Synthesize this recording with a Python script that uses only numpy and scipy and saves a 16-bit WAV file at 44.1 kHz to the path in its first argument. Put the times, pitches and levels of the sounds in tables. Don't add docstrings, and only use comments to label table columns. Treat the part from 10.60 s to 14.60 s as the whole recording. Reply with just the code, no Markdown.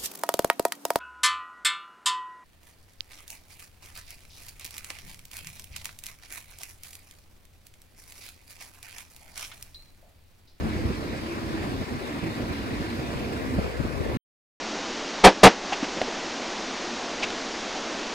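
import sys
import numpy as np
from scipy import signal
from scipy.fft import rfft, irfft, next_fast_len
from scipy.io import wavfile
from scipy.ndimage import uniform_filter1d, map_coordinates

SR = 44100
rng = np.random.default_rng(int(sys.argv[2]) if len(sys.argv) > 2 else 0)


def inscribe(sig):
    pcm = np.round(np.clip(np.atleast_2d(sig).T, -1, 1) * 32767)
    wavfile.write(sys.argv[1], SR, pcm.astype(np.int16))


N = 176400
TIME = np.arange(N) / SR


def amp(db):
    return 10 ** (np.asarray(db) / 20)


def unit(x):
    return x / np.sqrt(np.mean(x ** 2) + 1e-20)


def along(points, hz):
    freqs, values = np.transpose(points)
    return np.interp(np.log(hz + 1), np.log(freqs + 1), values)


def curve(rows):
    return np.interp(TIME, *np.transpose(rows))


def wobble(rate):
    return map_coordinates(rng.standard_normal(2048), [TIME * rate], mode="wrap")


def filtered(x, response):
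    size = next_fast_len(N + SR // 2)
    return irfft(rfft(x, size) * response(np.fft.rfftfreq(size, 1 / SR)), size)[..., :N]


def even(x):
    power = np.abs(uniform_filter1d(x ** 2, size=int(.02 * SR), axis=-1))
    return unit(x / np.sqrt(power + 1e-6))


def rush(colour, likeness, patchy_db, lead_ms=0):
    def mid_side(hz):
        angle = np.arccos(np.clip(along(likeness, hz), -1, 1)) / 2
        return amp(along(colour, hz)) * [np.cos(angle), np.sin(angle)]

    spectra = signal.stft(rng.standard_normal((2, N)), nperseg=512)[2]
    patches = uniform_filter1d(rng.standard_normal(spectra.shape[1:]), size=6, axis=0)
    patches = unit(uniform_filter1d(patches, size=12, axis=1))
    pair = signal.istft(spectra * amp(patchy_db * patches), nperseg=512)[1][:, :N]
    mid, side = filtered(pair, mid_side)
    stereo = np.array([mid + side, mid - side])
    lag_s = np.array([[-lead_ms], [lead_ms]]) / 2000
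    return unit(filtered(stereo, lambda hz: np.exp(-2j * np.pi * hz * lag_s)))


# time in seconds, relative level in dB.
ROAR_LEVEL = [(0, -35.5), (.45, -36), (.8, -36.5), (1.13, -35.5), (1.4, -36), (1.65, -35.5), (2.2, -35.5),
              (2.85, -34), (2.95, -33.5), (3.08, -37.5), (3.32, -35), (3.5, -33.5)]
FOAM_LEVEL = [(0, -44.5), (.3, -43.5), (.84, -44), (1.05, -42.5), (1.2, -43), (1.3, -44), (1.8, -43),
              (2.0, -43), (2.9, -42.5), (3.15, -43.5), (3.55, -44)]
FIZZ_LEVEL = [(0, -53), (.7, -53), (1.1, -53), (1.45, -53.5), (1.75, -52), (2.4, -48.5), (2.8, -53.5),
              (3.15, -64.5), (3.55, -54.5)]
# frequency in Hz, relative density in dB.
ROAR_SPECTRUM = [(40, -16), (120, -0.5), (185, -6.5), (225, 3), (275, -2.5), (335, -1), (400, -5.5),
                 (520, -8), (620, -11), (830, -14.5), (1200, -26), (3000, -45.5)]
FOAM_SPECTRUM = [(300, -11), (780, -17.5), (960, 4.5), (1300, 2.5), (1700, 1), (2450, 0.1), (3100, -9),
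                 (4600, -9), (5300, -10.5), (6000, -16), (7000, -18.5), (7800, -14.5), (8800, -23.5),
                 (10300, -20), (12500, -23), (13500, -29.5), (15700, -33.5)]
FIZZ_SPECTRUM = [(1800, -25.5), (2700, 1), (3700, 5.5), (4500, 1), (5600, -7.5), (9000, -22)]
# frequency in Hz, left-right likeness from 0 to 1.
SURF_LIKENESS = [(100, 0.93), (300, .84), (430, 0.4), (750, 1), (950, 0.28), (1250, 0.63), (1650, 0.87),
                 (2300, 0.38), (3100, 0.23), (3900, 0.04), (6300, 0.47), (10000, 0.1)]
# frequency in Hz, right over left in dB.
SURF_BALANCE = [(100, 1), (400, 1.1), (1000, 0), (4000, -.5), (8000, 0.8), (12000, 1.5), (14000, -0.5)]


def surf():
    roar = rush(ROAR_SPECTRUM, SURF_LIKENESS, patchy_db=1.03, lead_ms=.22)
    roar *= amp(2.5 + curve(ROAR_LEVEL) + wobble(28.1))
    foam = rush(FOAM_SPECTRUM, SURF_LIKENESS, patchy_db=1.56, lead_ms=.4516)
    foam *= amp(3.5 + curve(FOAM_LEVEL) + .82 * wobble(90))
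    fizz = rush(FIZZ_SPECTRUM, SURF_LIKENESS, patchy_db=3, lead_ms=.4516)
    fizz *= amp(curve(FIZZ_LEVEL))
    return filtered(roar + foam + fizz, lambda hz: amp(along(SURF_BALANCE, hz) * [[-.5], [.5]]))


# time in seconds, relative level in dB.
GUST_LEVEL = [(0, -33.5), (.2, -33.5), (.45, -38.5), (.58, -36), (.68, -41.5), (.9, -37.5), (1.2, -37),
              (1.4, -38), (1.53, -50), (1.68, -45), (1.95, -40.5), (2.22, -35.5), (2.32, -42.5),
              (2.45, -39.5), (2.85, -37.5), (3.04, -30.5), (3.3, -34.5), (3.5, -31.5)]
# peak time in seconds, left and right relative levels in dB.
EDDIES = [(0.049, -31, -28.5), (.163, -28, -29.5), (0.257, -23.5, -26.5), (0.311, -32, -23),
          (1.215, -27, -30.5), (1.636, -29.5, -23.5), (1.688, -32.5, -28), (1.838, -35, -34),
          (1.909, -33, -27.5), (2.213, -30.5, -28.5), (2.395, -28.5, -28), (2.56, -28, -31),
          (2.966, -31.5, -30.5), (2.99, -20, -18.5), (3.055, -27, -41.5), (3.204, -19.5, -42),
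          (3.256, -29.5, -24.5), (3.407, -24, -42), (3.495, -28, -42)]
# frequency in Hz, relative density in dB.
RUMBLE_SPECTRUM = [(12, -46), (25, -22), (45, -1.5), (76, 3.5), (120, -8.5), (180, -10), (300, -22),
                   (600, -27.5), (2000, -69), (8000, -120)]
THUMP_SPECTRUM = [(15, -44), (30, -24.5), (55, -3), (100, -0.5), (170, -6.5), (290, -10.5), (600, -25),
                  (2000, -60), (8000, -120)]
# frequency in Hz, left over right in dB.
WIND_BALANCE = [(30, 2.5), (80, -0.5), (250, -0.5)]


def buffeting(thump_db=1, thump_sigma_s=.007):
    lumps = amp(2.2 * np.array([wobble(22.3), wobble(22)]))
    turbulence = even(rush(RUMBLE_SPECTRUM, likeness=[(60, .21)], patchy_db=.2))
    rumble = amp(curve(GUST_LEVEL)) * unit(lumps * turbulence)
    pulses = sum(amp([[left], [right]]) * np.exp(-.5 * ((TIME - peak) / thump_sigma_s) ** 2)
                 for peak, left, right in EDDIES)
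    thumps = amp(thump_db) * pulses * even(rush(THUMP_SPECTRUM, likeness=[(60, .61)], patchy_db=1.5))
    return filtered(rumble + thumps, lambda hz: amp(along(WIND_BALANCE, hz) * [[.5], [-.5]]))


# time in seconds, centre pitch in Hz, level in dB.
HOOT_PATH = [(0, 300, -48.5), (.2, 328.2, -40), (.58, 290, -48.5), (.66, 321.6, -34), (.79, 339, -44),
             (.87, 314.3, -35), (.99, 323.5, -39), (1.119, 285, -36), (1.25, 255, -44), (1.35, 258, -35),
             (1.41, 264.9, -44), (1.51, 284.9, -38), (1.6, 290, -44), (1.68, 330, -41.5), (1.95, 285, -41),
             (2.101, 275, -37.5), (2.4, 325, -43), (2.549, 250, -37.5), (2.82, 300, -49.5),
             (2.94, 250, -31), (3.05, 270, -51)]


def hoot(wander_hz=10, flicker_db=2.7):
    times, hz, db = np.transpose(HOOT_PATH)
    pitch = np.interp(TIME, times, hz) + wander_hz * wobble(70)
    phase = 2 * np.pi * np.cumsum(pitch) / SR + .45 * np.array([wobble(50), wobble(50)])
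    flicker = amp(flicker_db * np.array([wobble(37), wobble(45)]))
    return amp(np.interp(TIME, times, db)) * unit(flicker * np.sin(phase))


# centre time in seconds, depth in dB.
LULL_DIPS = [(0.611, 5), (.812, 7), (1.254, 21), (1.606, 8), (1.746, 10)]


def lulls(x, sigma_s=.0046, corner_hz=900):
    sag_db = sum(db * np.exp(-.5 * ((TIME - centre) / sigma_s) ** 2) for centre, db in LULL_DIPS)
    lows = filtered(x, lambda hz: 1 / (1 + (hz / corner_hz) ** 4))
    return x + (amp(-sag_db) - 1) * lows


THIN_SPELLS = [(1.255, 1.31), (1.384, 1.5), (2.812, 2.868), (2.998, 3.204), (3.266, 3.53)]
# time in seconds, level in dB.
FLUTTER_LEVEL = [(2.87, -42), (3.0, -31), (3.035, -29), (3.07, -33.5), (3.13, -37.5), (3.17, -30.5),
                 (3.21, -54), (3.35, -44), (3.41, -27.5), (3.445, -35.5), (3.465, -30), (3.55, -30)]
# frequency in Hz, relative density in dB.
FLUTTER_SPECTRUM = [(200, -25), (320, 5.5), (470, 15), (620, 3), (900, -10), (2000, -24), (5000, -43),
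                    (14000, -89.5)]


def thin_flutter(x, fade_s=.0064, corner_hz=313, floor_db=-26.5):
    gates = sum(np.tanh((TIME - start) / fade_s) - np.tanh((TIME - end) / fade_s)
                for start, end in THIN_SPELLS)
    share = np.clip(gates / 2, 0, 1)
    bassless = filtered(x, lambda hz: np.maximum(amp(floor_db), 1 - 1 / (1 + (hz / corner_hz) ** 6)))
    flicker = amp(11 * wobble(120))
    air = rush(FLUTTER_SPECTRUM, likeness=[(400, .0014)], patchy_db=2.5)[1]
    flutter = amp(curve(FLUTTER_LEVEL)) * even(flicker * air)
    return (1 - share) * x + share * (bassless + flutter)


def scene():
    left, right = lulls(surf() + buffeting() + hoot())
    return np.array([left, thin_flutter(right)])


def record(dry):
    stop_s, top_hz = 3.573, 15740
    running = np.clip((stop_s - TIME) / .003, 0, 1)
    return filtered(dry * running, lambda hz: hz < top_hz)


dry = scene()
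out = record(dry)
inscribe(out)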